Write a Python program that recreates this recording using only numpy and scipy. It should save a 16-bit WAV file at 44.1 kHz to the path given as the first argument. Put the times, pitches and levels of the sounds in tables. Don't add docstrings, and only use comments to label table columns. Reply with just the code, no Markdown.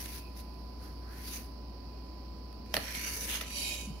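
import sys
import numpy as np
from scipy import signal
from scipy.fft import rfft, irfft
from scipy.io import wavfile

SR = 44100
rng = np.random.default_rng(int(sys.argv[2]) if len(sys.argv) > 2 else 0)


def dump_mix(stems):
    frames = np.atleast_2d(stems).T
    limited = np.clip(frames, -1, 1)
    pcm = np.round(limited * 32767).astype(np.int16)
    wavfile.write(sys.argv[1], SR, pcm)


N = 176400
TIME, HZ = np.arange(N) / SR, np.fft.rfftfreq(N, 1 / SR)

# frequency in Hz, relative level in dB.
AIR_COLOUR = [(25, -24), (45, -1), (80, 2), (130, -4), (240, 0), (330, -3), (450, -10), (800, -11.5),
              (1200, -19), (1700, -28), (2700, -27), (3600, -31), (4100, -21.5), (4600, -14), (5400, -19.5),
              (6500, -44), (8600, -98), (10500, -38.5), (13000, -38), (15500, -35)]
# frequency in Hz, left over right in dB.
AIR_BALANCE = [(100, 2), (500, -1.5), (1800, -2.5), (3500, -13.5), (4700, -22.5), (5800, -21), (7000, 7),
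               (8700, -11), (10200, -10), (12500, 5), (15500, 1)]
# frequency in Hz, correlation.
AIR_LIKENESS = [(290, 0.93), (640, 0.17), (1400, 0.02)]
# frequency in Hz, level in dB, left over right in dB.
APPLIANCE_TONES = [(58.6, -45.5, 0), (1004, -61, -4.5)]
# frequency in Hz, left over right in dB.
COUNTER_BALANCE = [(300, -9.5), (1000, -1.5), (2200, -3), (3800, -6), (4600, -14), (5800, -16),
                   (7000, -10.5), (8300, -1), (10400, 18), (12500, 10.5), (15300, 9.5)]
# frequency in Hz, correlation.
COUNTER_LIKENESS = [(200, 1), (640, 0.42), (1400, 0.12), (3000, 0.041)]
# time in seconds, relative level in dB.
PAPER_LEVEL = [(0, -45.5), (.08, -51.5), (.115, -54.5), (.145, -50.5), (.185, -49.5), (.23, -70),
               (.345, -73), (.37, -55.5), (.41, -58), (.43, -72), (.76, -79), (.84, -60.5), (.96, -75),
               (1.06, -73), (1.15, -59), (1.23, -55), (1.27, -47), (1.31, -49.5), (1.365, -44.5),
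               (1.405, -56.5), (1.6, -89)]
# frequency in Hz, relative level in dB.
PAPER_SPECTRUM = [(650, -35), (1000, -9), (1480, -2.5), (2400, 0), (3300, -3.5), (4540, 1), (5980, 0.5),
                  (7900, -12.5), (10500, 3.5), (15500, -5)]
# start in seconds, relative level in dB.
HANDLING_TICKS = [(0.057, -43), (0.089, -50), (0.539, -66.5), (2.526, -58), (2.659, -58.5), (2.833, -45.5),
                  (3.505, -43)]
# frequency in Hz, relative level in dB.
CRACK_SPECTRUM = [(150, -7), (600, -0.5), (1300, -5.5), (2000, 1.5), (3000, -3.5), (4000, -4.5),
                  (5500, -6.5), (7000, -14.5), (8500, -19), (10500, -2), (12000, -7.5), (15500, -12.5)]
# start and length in seconds,
# first pitch, last pitch and width in Hz, level in dB.
SWISH_STROKES = [(0.179, 0.13, 2606, 2485, 170, -58), (0.766, .18, 1292, 1440, 900, -61),
                 (.98, 0.34, 1155, 2170, 1010, -58.5), (1.23, 0.1, 4500, 4710, 550, -51.5),
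                 (1.31, 0.078, 6030, 6320, 800, -46.5), (2.85, 0.076, 1937, 1746, 500, -47.5),
                 (3.12, .16, 6200, 5850, 700, -46), (3.27, 0.12, 2810, 3113, 1510, -41)]
# time in seconds, relative level in dB.
PULL_LEVEL = [(2.65, -75), (2.732, -53.5), (2.745, -38.5), (2.785, -49.5), (2.822, -43.5), (2.875, -42.5),
              (2.93, -44.5), (2.95, -38.5), (3.01, -41), (3.06, -36), (3.075, -32), (3.1, -38.5),
              (3.27, -40), (3.295, -36.5), (3.368, -39), (3.398, -47), (3.43, -44.5), (3.56, -87)]
# frequency in Hz, relative level in dB.
PULL_SPECTRUM = [(260, -38), (450, -0.5), (700, -12), (1100, -15), (1810, -0.5), (2400, -1.5), (3500, -8.5),
                 (4400, -2.5), (5500, -5), (5900, -2.5), (6900, -6.5), (7200, -12), (8450, -14),
                 (10200, -2), (15500, -12.5)]
# time in seconds, tilt of treble over midrange in dB.
PULL_TILT = [(2.78, -8), (2.88, -9), (2.961, -4), (3.05, -4), (3.12, 3.5), (3.25, 6), (3.3, 0.5),
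             (3.37, 1.5), (3.43, -8)]
# frequency in Hz, relative dB when held, relative dB when free.
CERAMIC_MODES = [(587, 2, 5.5), (908, 15.5, -8), (1340, -4, -17), (1810, -1, 3.5), (2228, -7, 4),
                 (2470, -2, 7), (2820, 2, -5), (3034, 2, 0), (3820, 6, 8.5), (4630, -4, 2),
                 (5450, -17, 5.5), (5850, 4, -12), (5930, -11, -8), (7360, -9, -18), (7550, -7, 5)]
# start in seconds, relative level in dB, length in seconds, then
# upper ring in Hz and dB, lower ring in Hz and dB, thud in dB; these three levels add to the first.
FOOT_KNOCKS = [(2.7404, -25, 0.0027, 5370, 12.5, 3160, 9.5, -10),
               (2.7663, -25, 0.0025, 4400, 14, 2810, 0, -8.5),
               (2.7735, -36.5, 0.0017, 1800, -5, 1320, 1, 3.5),
               (3.4105, -33.5, 0.004, 3570, 9.5, 1310, 1, -18)]
# frequency in Hz, t60 in seconds, relative level in dB.
COUNTER_MODES = [(136, 0.097, -6.5), (208, 0.18, -8), (328, 0.038, 1), (498, 0.032, 8), (632, 0.062, 6),
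                 (753, 0.082, -6)]
# time in seconds, relative level in dB.
GLIDE_LEVEL = [(3.4, -67), (3.46, -41.5), (3.52, -37), (3.58, -28.5), (3.755, -29.5), (3.775, -35.5),
               (3.82, -34.5), (3.92, -52)]
# frequency in Hz, relative level in dB.
GLIDE_SPECTRUM = [(450, -12), (1200, -11.5), (2080, -14.5), (2230, -2.5), (3200, 1.5), (3480, -12.5),
                  (4000, -2), (4950, -3), (5200, -12), (5900, -1.5), (7500, -7.5), (8700, -11),
                  (10000, -2.5), (11300, -4), (12500, -11), (14200, -21), (15500, -14)]
# start in seconds, frequency in Hz, t60 in seconds, relative level in dB.
REST_BUMPS = [(3.872, 206.6, 0.1, -39.5), (3.901, 147, 0.082, -37)]
# frequency in Hz, t60 in seconds.
KITCHEN_T60 = [(200, 0.3), (2000, 0.36), (6000, 0.2), (15000, 0.31)]

GRITS_PER_S, TREBLE_HZ = 14000, 4360
RING_CYCLES = 34
MODE_WIDTH_HZ, MODE_LOSS = 21, .005


def amp(db):
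    return 10 ** (np.asarray(db) / 20)


def unit(x):
    return x / np.sqrt(np.mean(abs(x) ** 2) + 1e-20)


def read(points, hz=HZ):
    f, value = np.transpose(points)
    return np.interp(np.log(hz + 1), np.log(f), value)


def level(points):
    return amp(np.interp(TIME, *np.transpose(points)))


def add(mix, s, sound):
    part = mix[..., round(s * SR):][..., :sound.shape[-1]]
    part += sound[..., :part.shape[-1]]


def flutter(hz):
    return unit(irfft(rfft(rng.standard_normal(N)) / (1 + (HZ / hz) ** 2), N))


def pan(balance_db):
    g = amp(np.array([balance_db, -balance_db]) / 2)
    return g / np.sqrt((g ** 2).mean(0))


def low_cut(hz):
    return HZ ** 3 / (HZ ** 3 + hz ** 3)


def ports(pair, gain, balance=COUNTER_BALANCE, likeness=COUNTER_LIKENESS):
    apart, right = rfft(pair)
    correlation = np.clip(read(likeness), -1, 1)
    left = correlation * right + np.sqrt(1 - correlation ** 2) * apart
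    log_gain = np.log(np.maximum(unit(gain) * pan(read(balance)), 1e-5))
    cepstrum = irfft(log_gain, N)
    cepstrum[:, 1:N // 2] *= 2
    cepstrum[:, N // 2 + 1:] = 0
    return irfft(np.array([left, right]) * np.exp(rfft(cepstrum)), N)


def room_tone():
    air = ports(rng.standard_normal((2, N)), amp(read(AIR_COLOUR)), AIR_BALANCE, AIR_LIKENESS)
    out = amp(-49) * air
    for hz, db, side_db in APPLIANCE_TONES:
        gain = amp(db + 0.73 * flutter(hz=0.74)) * pan(side_db)[:, None]
        out += gain * np.sqrt(2) * np.sin(2 * np.pi * (hz * TIME + rng.random()))
    return out


def grit(spread_db, flutter_db, flutter_hz):
    size = amp(spread_db * np.minimum(rng.exponential(1, N), 4))
    struck = rng.random(N) < GRITS_PER_S / SR
    return unit(size * struck * rng.standard_normal((2, N)) * amp(flutter_db * flutter(flutter_hz)))


def wander(x, patchy_db, patch_s, patch_hz):
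    hz, t, spectra = signal.stft(x, SR, nperseg=512, noverlap=384)
    field = np.fft.fft2(rng.standard_normal((len(t), len(hz))))
    along_time = np.fft.fftfreq(len(t), t[1])[:, None] * patch_s
    along_hz = np.fft.fftfreq(len(hz), hz[1]) * patch_hz
    patches = np.fft.ifft2(field * np.exp(-along_time ** 2 - along_hz ** 2)).real
    gain = unit(amp(patchy_db * unit(patches)))
    return signal.istft(spectra * gain.T, SR, nperseg=512, noverlap=384)[1][:, :N]


def paper_plate():
    rub = grit(spread_db=-2.0, flutter_db=1.2, flutter_hz=70) * level(PAPER_LEVEL)
    rub = wander(rub, patchy_db=1.3, patch_s=0.075, patch_hz=600)
    return amp(4.0) * ports(rub, amp(read(PAPER_SPECTRUM)) * low_cut(hz=603))


def crack(length_s, rise_s=0.0011):
    t = TIME[:SR // 20]
    shape = np.minimum(t / rise_s, 1) * np.exp(-np.maximum(t - length_s, 0) / (length_s * 0.44))
    return shape * rng.choice([-1., 1.], (2, len(t)))


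def plate_ring(x, ring_db, free=False):
    body = 0
    for hz, held_db, free_db in CERAMIC_MODES:
        width_hz = MODE_WIDTH_HZ + MODE_LOSS * hz
        body += amp(free_db if free else held_db) / (1 + 2j * (HZ - hz) / width_hz)
    return irfft(rfft(x) * (1 + amp(ring_db) * body), N)


def hard_contact(cracks):
    heard = ports(cracks, amp(read(CRACK_SPECTRUM)) * low_cut(hz=120))
    return amp(1.5) * plate_ring(heard, ring_db=-10.0)


def ticks():
    cracks = np.zeros((2, N))
    for s, db in HANDLING_TICKS:
        add(cracks, s, amp(db) * crack(length_s=0.0039))
    return hard_contact(cracks)


def swishes():
    out = np.zeros((2, N))
    for s, length, first_hz, last_hz, width, db in SWISH_STROKES:
        progress = np.clip((TIME - s) / length, 0, 1)
        carrier = np.exp(2j * np.pi * np.cumsum(first_hz + (last_hz - first_hz) * progress) / SR)
        band = np.array([((flutter(width / 2) + 1j * flutter(width / 2)) * carrier).real for _ in out])
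        out += amp(db) * pan(read(COUNTER_BALANCE, first_hz))[:, None] * np.sin(np.pi * progress) * band
    return out


def brighten(x, curve):
    treble = irfft(rfft(x) * low_cut(TREBLE_HZ), N)
    tilt = np.sqrt(level(curve))
    return treble * tilt + (x - treble) / tilt


def counter_echo(x, first_delay_s, last_delay_s, share):
    travel_s = [PULL_LEVEL[1][0], GLIDE_LEVEL[-3][0]]
    delay = np.interp(TIME, travel_s, [first_delay_s, last_delay_s])
    echo = np.array([np.interp(TIME - delay, TIME, port) for port in x])
    return unit(np.array([1, share]))[0] * (x + share * echo)


def ceramic_plate():
    pull = grit(spread_db=2.5, flutter_db=1.57, flutter_hz=60) * level(PULL_LEVEL)
    pull = ports(pull, amp(read(PULL_SPECTRUM)) * low_cut(hz=340))
    pull = amp(-2.5) * plate_ring(brighten(pull, PULL_TILT), ring_db=-9.5)
    glide = grit(spread_db=2.0, flutter_db=0.8, flutter_hz=60) * level(GLIDE_LEVEL)
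    glide = ports(glide, amp(read(GLIDE_SPECTRUM)) * low_cut(hz=390))
    glide = amp(-13.0) * plate_ring(glide, ring_db=4.0, free=True)
    scrape = wander(pull + glide, patchy_db=3.0, patch_s=0.27, patch_hz=450)
    return counter_echo(scrape, first_delay_s=.0021, last_delay_s=0.0014, share=0.14)


def ring(hz, t60, rise_s):
    t = TIME[:SR // 3]
    return (1 - np.exp(-t / rise_s)) * np.exp(-np.log(1000) * t / t60) * np.sin(2 * np.pi * hz * t)


def knocks():
    cracks, rings = np.zeros((2, N)), np.zeros((2, N))
    thud = sum(amp(db) * ring(hz, t60, rise_s=0.0026) for hz, t60, db in COUNTER_MODES)
    for s, db, length, upper_hz, upper_db, lower_hz, lower_db, thud_db in FOOT_KNOCKS:
        add(cracks, s, amp(db) * crack(length))
        for hz, ring_db in (upper_hz, upper_db), (lower_hz, lower_db):
            gain = amp(db + ring_db) * pan(read(COUNTER_BALANCE, hz))[:, None]
            add(rings, s, gain * ring(hz, RING_CYCLES / hz, rise_s=0.0009))
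        add(rings, s, amp(db + thud_db) * thud)
    return hard_contact(cracks) + rings


def bumps():
    out = np.zeros((2, N))
    for s, hz, t60, db in REST_BUMPS:
        add(out, s, amp(db) * ring(hz, t60, rise_s=0.0075))
    return amp(10.0) * out


def kitchen_reverb(x, taps_per_s=4000):
    taps = rng.standard_normal((2, SR // 2)) * (rng.random((2, SR // 2)) < taps_per_s / SR)
    taps[:, :round(.004 * SR)] = 0
    hz, t, spectra = signal.stft(taps, SR, nperseg=256)
    decay = amp(-60 * t / read(KITCHEN_T60, hz)[:, None])
    tail = signal.istft(spectra * decay, SR, nperseg=256)[1]
    return signal.fftconvolve(x, tail / np.linalg.norm(tail, axis=1, keepdims=True), axes=1)[:, :N]


def scene():
    slides = paper_plate() + ceramic_plate() + swishes()
    hits = knocks() + ticks() + bumps()
    return slides + hits + kitchen_reverb(amp(-8.5) * slides + amp(-7.0) * hits) + room_tone()


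def record(dry):
    low_pass = signal.firwin(511, 15770, window=("kaiser", 9), fs=SR)
    return signal.oaconvolve(dry, low_pass[None], "same")


dry = scene()
out = record(dry)
dump_mix(out)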